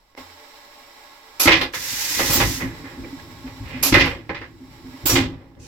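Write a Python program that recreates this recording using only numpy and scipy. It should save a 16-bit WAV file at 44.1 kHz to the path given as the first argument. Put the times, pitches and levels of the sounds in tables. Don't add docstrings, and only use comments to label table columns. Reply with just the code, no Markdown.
import sys
import numpy as np
from scipy import signal
from scipy.fft import rfft, irfft
from scipy.io import wavfile
from scipy.ndimage import uniform_filter1d

SR = 44100
rng = np.random.default_rng(int(sys.argv[2]) if len(sys.argv) > 2 else 0)


def waveform_to_disk(signal):
    frames = np.transpose(np.atleast_2d(signal))
    scaled = np.clip(frames, -1, 1) * 32767
    samples = np.round(scaled).astype(np.int16)
    wavfile.write(sys.argv[1], SR, samples)


N = 250047
TIME = np.arange(N) / SR

# t/s, level/dB, rise/s, t60/s, tilt/(dB per octave), hollow f/Hz
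SLUGS = [(0.174, -40.5, .0036, 0.19, -3, 895), (1.455, -20, 0.0019, 0.51, 0, 1500),
         (1.472, -8.5, 0.0061, 0.29, 0.3, 2100), (1.512, -12.5, 0.015, 0.23, 3.5, 2820),
         (1.612, -16, .001, 0.19, -0.3, 3940), (1.734, -27.5, 0.0061, 0.27, 2, 1630),
         (2.192, -18.5, 0.0022, 0.29, -1.1, 1070), (2.296, -36.5, 0.0044, 0.55, -6.5, 990),
         (2.4, -14, 0.0041, 0.23, 0.8, 940), (2.595, -31, 0.026, 0.24, -3, 2060),
         (2.64, -42, .014, 0.71, -2, 2050), (2.841, -41.5, 0.0024, 0.68, -3, 1970),
         (3.035, -46, 0.0061, 0.23, -8, 2200), (3.195, -49.5, .005, 0.13, 6, 2200),
         (3.467, -42.5, .002, .35, -1.5, 860), (3.62, -39.5, 0.14, 1, -0.9, 2620),
         (3.924, -17.5, 0.0022, .23, 4, 1300), (3.941, -10, 0.002, 0.38, 0.3, 2100),
         (3.991, -18.5, 0.019, .27, 5, 2530), (4.049, -24, 0.0042, 0.36, -2.5, 2800),
         (4.292, -28, 0.0029, 0.18, -4.5, 1940), (4.346, -31, .0012, 0.25, -0.5, 2190),
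         (4.414, -35.5, 0.0014, .24, -2, 1785), (5.093, -28, .0036, 0.41, -4.5, 1100),
         (5.154, -14.5, 0.0039, 0.28, -0.7, 3660), (5.2, -34.5, .013, 0.23, 8.5, 2200),
         (5.3, -52, 0.039, 1, -4.5, 905), (5.567, -60.5, 0.0024, 0.4, -9.5, 590)]
SLUG_COLOUR = [(210, -11.5), (350, -3.5), (665, -8.5), (1530, -7), (2080, -4.5), (2320, -7), (2520, -6),
               (5190, -15), (9090, -46), (13800, -42), (16200, -51)]
SLUG_DECAY = [(300, 1.13), (2000, 0.91), (6000, 0.93), (16000, 0.25)]
BOWL_MODES = [(483, 25, 7), (543, 25, 5), (820, 50, 5), (1030, 60, 8), (1170, 30, 4), (1688, 35, 5),
              (1858, 35, 6), (1970, 35, 4), (2040, 60, 6), (2140, 35, 3), (2470, 40, 6), (3461, 40, 4),
              (3624, 40, 5)]
SEAT_TICKS = [(0.149, -43), (5.551, -49)]


def slugs():
    frames = dict(nperseg=128, noverlap=96)
    hz, t, noise = signal.stft(air() * flutter(1.5, .004), SR, **frames)
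    decay = read(SLUG_DECAY, hz)[:, None]
    pitch = hz[:, None] + 150
    power = np.zeros(noise.shape[1:])
    for s, db, rise, t60, tilt_db, hollow_hz in SLUGS:
        at = (t > s) & (t < s + .55)
        slope_db = tilt_db * np.log2(pitch / 2000)
        hollow_db = 6.1 * np.exp(-(np.log2(pitch / hollow_hz) / 0.44) ** 2)
        power[:, at] += (amp(db + slope_db + hollow_db) * burst(t[at] - s, rise, t60 * decay)) ** 2
    for s, db in SEAT_TICKS:
        power += (amp(db) * burst(t - s, rise=0.0022, t60=0.0073)) ** 2
    bangs = signal.istft(noise * np.sqrt(power), **frames)[1][:, :N]
    return colour(bangs, SLUG_COLOUR, BOWL_MODES)


# t/s, hiss level/dB, rise/s, open/s, edge tone index, whistle level/dB
VENTS = [(1.396, -14, 0.0085, 0.061, 0, -15.5), (1.613, -36.5, .002, 0.0042, 0, -62),
         (2.298, -19, 0.008, 0.085, 1, -29), (2.325, -31, 0.018, 0.048, 1, -15),
         (3.68, -54, .015, .03, 1, -57), (3.826, -15, .006, 0.064, 0, -15.5),
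         (3.94, -35, .004, .06, 0, -45.5), (4.05, -41, .004, .01, 0, -58.5),
         (5.055, -17, 0.0084, 0.12, 1, -14.5), (5.085, -31.5, .023, 0.049, 2, -21)]
VENT_COLOUR = [(250, -31.5), (400, -7), (1300, -3.5), (1800, -11), (2500, -3.5), (3400, -5), (5000, -0.5),
               (7600, -3.5), (9150, -10), (10500, -0.5), (12500, 0.5), (14500, -6.5), (16300, -23.5)]
EDGE_TONES = [
    [(12370, 400, 0), (11300, 1000, -1), (2500, 200, -10)],
    [(13930, 400, 0), (14800, 2600, 0), (7300, 800, -9)],
    [(5700, 260, 0), (6830, 400, -4)],
]
EDGE_FADES = [.2, 0.44, .6]


def vents():
    jet = air() * flutter(0.93, 0.0018)
    rush = colour(jet, VENT_COLOUR)
    tones = [resonate(jet, modes) for modes in EDGE_TONES]
    treble = signal.oaconvolve(rush, signal.firwin(63, 9000, pass_zero=False, fs=SR)[None], "same")
    out = np.zeros((2, N))
    for s, db, rise, open_s, edge, whistle_db in VENTS:
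        at = window(s, .6)
        t = TIME[at] - s
        shutting = amp(-240 * np.maximum(t - open_s, 0))
        hiss = rush[:, at] - treble[:, at] * (1 - amp(-90 * t))
        whistle = tones[edge][:, at] * amp(-60 * t / EDGE_FADES[edge])
        out[:, at] += burst(t, rise, t60=1) * shutting * (amp(db) * hiss + amp(whistle_db) * whistle)
    return out


# t/s, level/dB
HISS_LEVEL = [(0, -61.5), (.16, -60.5), (.178, -40.5), (.26, -45), (.7, -46.5), (1.35, -47), (1.6, -37.5),
              (1.72, -55), (2.7, -44.5), (3.8, -45.5), (4.1, -40.5), (4.2, -56), (4.55, -56), (4.7, -51.5),
              (5.03, -45.5), (5.25, -47), (5.36, -62), (5.6, -66.5), (5.67, -52)]
HISS_COLOUR = [(100, -34), (170, -34), (230, -16), (500, -18.5), (900, -11), (1500, -14.5), (3000, -16),
               (5700, -16), (6400, -25.5), (7500, -19), (9200, -31), (13500, -23.5), (16300, -29.5)]
PIPE_MODES = [(282, 40, 7), (348, 30, 5.5), (442, 14, 20), (587, 68, 10.5), (663, 29, 3), (863, 160, 9.5),
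              (1089, 39, 11), (1200, 17, -0.5), (1346, 22, 6.5), (1660, 31, 12.5), (1970, 98, 9),
              (2150, 78, 6.5), (2290, 40, 10), (2650, 27, 2), (3120, 3.3, 12), (3900, 450, 5),
              (5110, 56, 8.5), (5400, 120, 5), (7600, 560, 2)]


def ejector():
    jet = air() * flutter(0.7, 0.044)
    return amp(curve(HISS_LEVEL)) * colour(jet, HISS_COLOUR, PIPE_MODES)


# t/s, level/dB
SPRAY_LEVEL = [(1.725, -50), (1.746, -29.5), (1.774, -31), (1.898, -26.5), (2.176, -22.5), (2.38, -21.5),
               (2.576, -29.5), (2.682, -49.5), (2.72, -57)]
SPRAY_COLOUR = [(250, -19), (450, -12.5), (700, -17.5), (900, -8), (1200, -12), (1900, -3), (3100, -5.5),
                (5800, 0.5), (7500, -4), (9200, -11.5), (11000, -8), (13500, -6), (16300, -15.5)]
REFILL_LEVEL = [(5.59, -70), (5.6, -53.5), (5.65, -48.5), (5.67, -49)]
REFILL_COLOUR = [(880, -48.5), (1500, -9), (2130, -19.5), (2490, -6), (3260, -15.5), (6110, -4),
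                 (16200, -33)]


def rinse():
    light_modes = [(hz, width, .5 * lift) for hz, width, lift in BOWL_MODES]
    jets = air() * flutter(0.95, 0.0083)
    spray = amp(curve(SPRAY_LEVEL)) * colour(jets, SPRAY_COLOUR, light_modes)
    refill = amp(curve(REFILL_LEVEL)) * colour(jets, REFILL_COLOUR)
    return spray + refill


THUMPS = [(1.39, -42, -39), (1.45, -25.5, -40.5), (1.54, -33, -29), (1.75, -42.5, -56), (1.91, -41, -65),
          (2.16, -34.5, -38.5), (2.22, -31.5, -31), (2.285, -28, -40), (2.362, -21, -24.5),
          (2.42, -22, -26.5), (2.619, -25.5, -31.5), (2.98, -35.5, -35.5), (3.16, -40.5, -53),
          (3.33, -43.5, -57), (3.44, -40.5, -63), (3.6, -31, -49.5), (3.71, -33.5, -47),
          (3.802, -30.5, -30), (3.915, -14.5, -20.5), (3.98, -26, -24), (4.33, -40, -49), (4.66, -47, -54),
          (4.83, -43, -44), (5.03, -29.5, -35), (5.119, -20.5, -27.5), (5.19, -23, -24.5), (5.59, -43, -49)]
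MURMUR = [(0, -78), (1.36, -75), (1.45, -62.5), (2.5, -46.5), (5.0, -49), (5.67, -52.5)]
BOOM_MODES = [(56.6, 24.3, -0.5), (111.9, 29.7, 3), (80.8, 13, -2.5), (144.7, 31, -2)]
DRONE_MODES = [(270.4, 23, -0.5), (320.6, 78, -0.5)]
THROBS = [(0.175, -40, 261.5, 0.069), (1.456, -10, 291, 0.022), (1.473, -12.5, 340, 0.042),
          (1.511, -18, 325, 0.067), (1.618, -34, 275, 0.062), (1.931, -37.5, 260, 0.017),
          (2.093, -41, 293, 0.085), (2.206, -16.5, 310, 0.012), (2.275, -32, 300, 0.065),
          (2.355, -20, 268, 0.016), (2.399, -23, 350, 0.055), (2.572, -29.5, 262, 0.046),
          (2.63, -22, 262, 0.064), (2.837, -30.5, 274, 0.045), (2.976, -29, 265, 0.037),
          (3.065, -34, 264, 0.029), (3.127, -28.5, 274, 0.037), (3.306, -36.5, 260, 0.048),
          (3.443, -27, 261, 0.054), (3.568, -39, 264, 0.041), (3.602, -33.5, 267.6, 0.052),
          (3.742, -26.5, 256, 0.058), (3.858, -25, 274, 0.075), (3.925, -8, 311, 0.016),
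          (3.969, -10.5, 340, 0.017), (4.006, -17.5, 270.4, 0.05), (4.307, -32, 333, 0.038),
          (4.409, -37, 312, 0.03), (4.606, -36, 262, 0.077), (4.848, -38, 256, 0.1),
          (4.939, -34.5, 265, 0.042), (5.053, -24, 302, 0.02), (5.116, -19.5, 267.3, 0.15),
          (5.15, -18, 349, 0.074), (5.176, -16, 266.3, 0.054), (5.224, -33.5, 259, 0.06),
          (5.294, -33, 269, 0.06)]
OPENING_THROB = (.195, -52, 88, .23)


def cabinet():
    power = amp(curve(MURMUR)) ** 2 + np.zeros((2, N))
    for s, *levels_db in THUMPS:
        at = window(s, .7)
        power[:, at] += (amp(levels_db)[:, None] * burst(TIME[at] - s, rise=0.023, t60=0.46)) ** 2
    boom, drone = np.sqrt(power)
    push = signal.lfilter(*signal.butter(2, 42, "high", fs=SR), air())
    out = boom * resonate(push, BOOM_MODES) + drone * resonate(push, DRONE_MODES)
    for s, db, hz, length in THROBS + [OPENING_THROB]:
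        at = window(s, length)
        t = np.maximum(TIME[at] - s, 0)
        swell = np.sin(np.pi * np.sqrt(t / length))
        out[:, at] += amp(db) * swell * np.sin(2 * np.pi * (hz * t + rng.random()))
    return out


HUM_LEVEL = [(2.1, -52), (2.2, -31), (2.3, -38), (2.41, -27.5), (2.55, -47), (2.62, -34), (2.75, -59),
             (2.9, -62)]
HUM_MODES = [(1962, 120, 1.5), (2120, 180, -2.5), (1030, 90, -5)]


def bowl_hum():
    return amp(curve(HUM_LEVEL)) * resonate(air() * flutter(2.5, 0.022), HUM_MODES)


DRIPS = [(3.033, -42.5, 2470, 2160, 0.031), (3.187, -45, 1660, 1660, 0.023)]


def drips():
    out = np.zeros(N)
    for s, db, from_hz, to_hz, length in DRIPS:
        at = window(s, length)
        progress = (TIME[at] - s) / length
        hz = from_hz + (to_hz - from_hz) * progress
        out[at] += amp(db) * np.sin(np.pi * progress) * np.sin(2 * np.pi * np.cumsum(hz) / SR)
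    return out


FLOOR_COLOUR = [(15, -6), (35, -1), (60, -13.5), (150, -19.5), (1000, -23), (5000, -46), (16300, -40.5)]


def room_tone():
    return amp(-63) * colour(air(), FLOOR_COLOUR)


def cubicle(x):
    t, t60 = TIME[:6000], .12
    tail = air()[:, :len(t)] * amp(-60 * t / t60) * (t > .002)
    reflections = signal.oaconvolve(x.mean(0)[None], tail / np.linalg.norm(tail[0]), axes=1)[:, :N]
    return x + amp(-7.5) * reflections


MIC_LIKENESS = [(60, 1), (150, 0.84), (380, 0.93), (950, 0.4), (2380, 0.047), (5980, -0.059),
                (15000, -0.035)]


def air():
    left, other = rfft(rng.standard_normal((2, N)))
    same = read(MIC_LIKENESS, np.fft.rfftfreq(N, 1 / SR))
    right = same * left + np.sqrt(1 - same ** 2) * other
    return irfft(np.array([left, right]), N)


def flutter(depth_db, smooth_s):
    wobble = unit_rms(uniform_filter1d(rng.standard_normal(N), round(smooth_s * SR)))
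    return unit_rms(amp(depth_db * wobble))


def colour(x, spectrum, modes=()):
    hz = abs(np.fft.fftfreq(8192, 1 / SR))
    humps_db = sum(lift / (1 + (2 * (hz - f) / width) ** 2) for f, width, lift in modes)
    log_gain = np.log(amp(np.maximum(read(spectrum, hz) + humps_db, -100)))
    minimum_phase = np.exp(np.conj(signal.hilbert(log_gain)))
    taps = np.fft.ifft(minimum_phase).real[:4096]
    return signal.oaconvolve(x, taps[None] / np.linalg.norm(taps), axes=1)[:, :N]


def resonate(x, modes):
    out = 0
    for hz, width, db in modes:
        pole = np.exp((2j * hz - width) * np.pi / SR)
        out = out + amp(db) * unit_rms(signal.lfilter([1], np.poly([pole, pole]), x).real)
    return unit_rms(out)


def burst(t, rise, t60):
    return np.sin(np.pi / 2 * np.clip(t / rise, 0, 1)) * amp(-60 * np.maximum(t - rise, 0) / t60)


def curve(points):
    return np.interp(TIME, *np.transpose(points), left=-120, right=-120)


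def read(points, hz):
    f, value = np.transpose(points)
    return np.interp(np.log(hz + 1), np.log(f + 1), value)


def window(s, length):
    return slice(round(s * SR), round((s + length) * SR))


def amp(db):
    return 10 ** (np.asarray(db) / 20)


def unit_rms(x):
    return x / np.sqrt(np.mean(x ** 2) + 1e-20)


def placed(x, left_db):
    return x * amp([[left_db / 2], [-left_db / 2]])


def scene():
    jets = placed(ejector(), .3) + placed(rinse(), 0.282) + placed(vents(), .3)
    bowl = placed(slugs() + drips() + bowl_hum(), left_db=1.5)
    return room_tone() + cubicle(jets + bowl) + placed(cabinet(), .3)


MIC_BALANCE = [(60, 3), (110, -1.5), (200, -1.5), (380, -1.5), (700, -1.5), (1290, -5), (2380, -7.5),
               (4400, -3), (8120, -2), (15000, -6)]


def record(dry):
    lean_db = read(MIC_BALANCE, np.fft.rfftfreq(N, 1 / SR)) / 2
    at_mics = irfft(rfft(dry) * amp([lean_db, -lean_db]), N)
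    softened = np.tanh(at_mics / 1.28) * 1.194
    lowpass = signal.firwin(767, 16350, window=("kaiser", 9), fs=SR)
    return signal.oaconvolve(softened, lowpass[None], "same")


dry = scene()
out = record(dry)
waveform_to_disk(out)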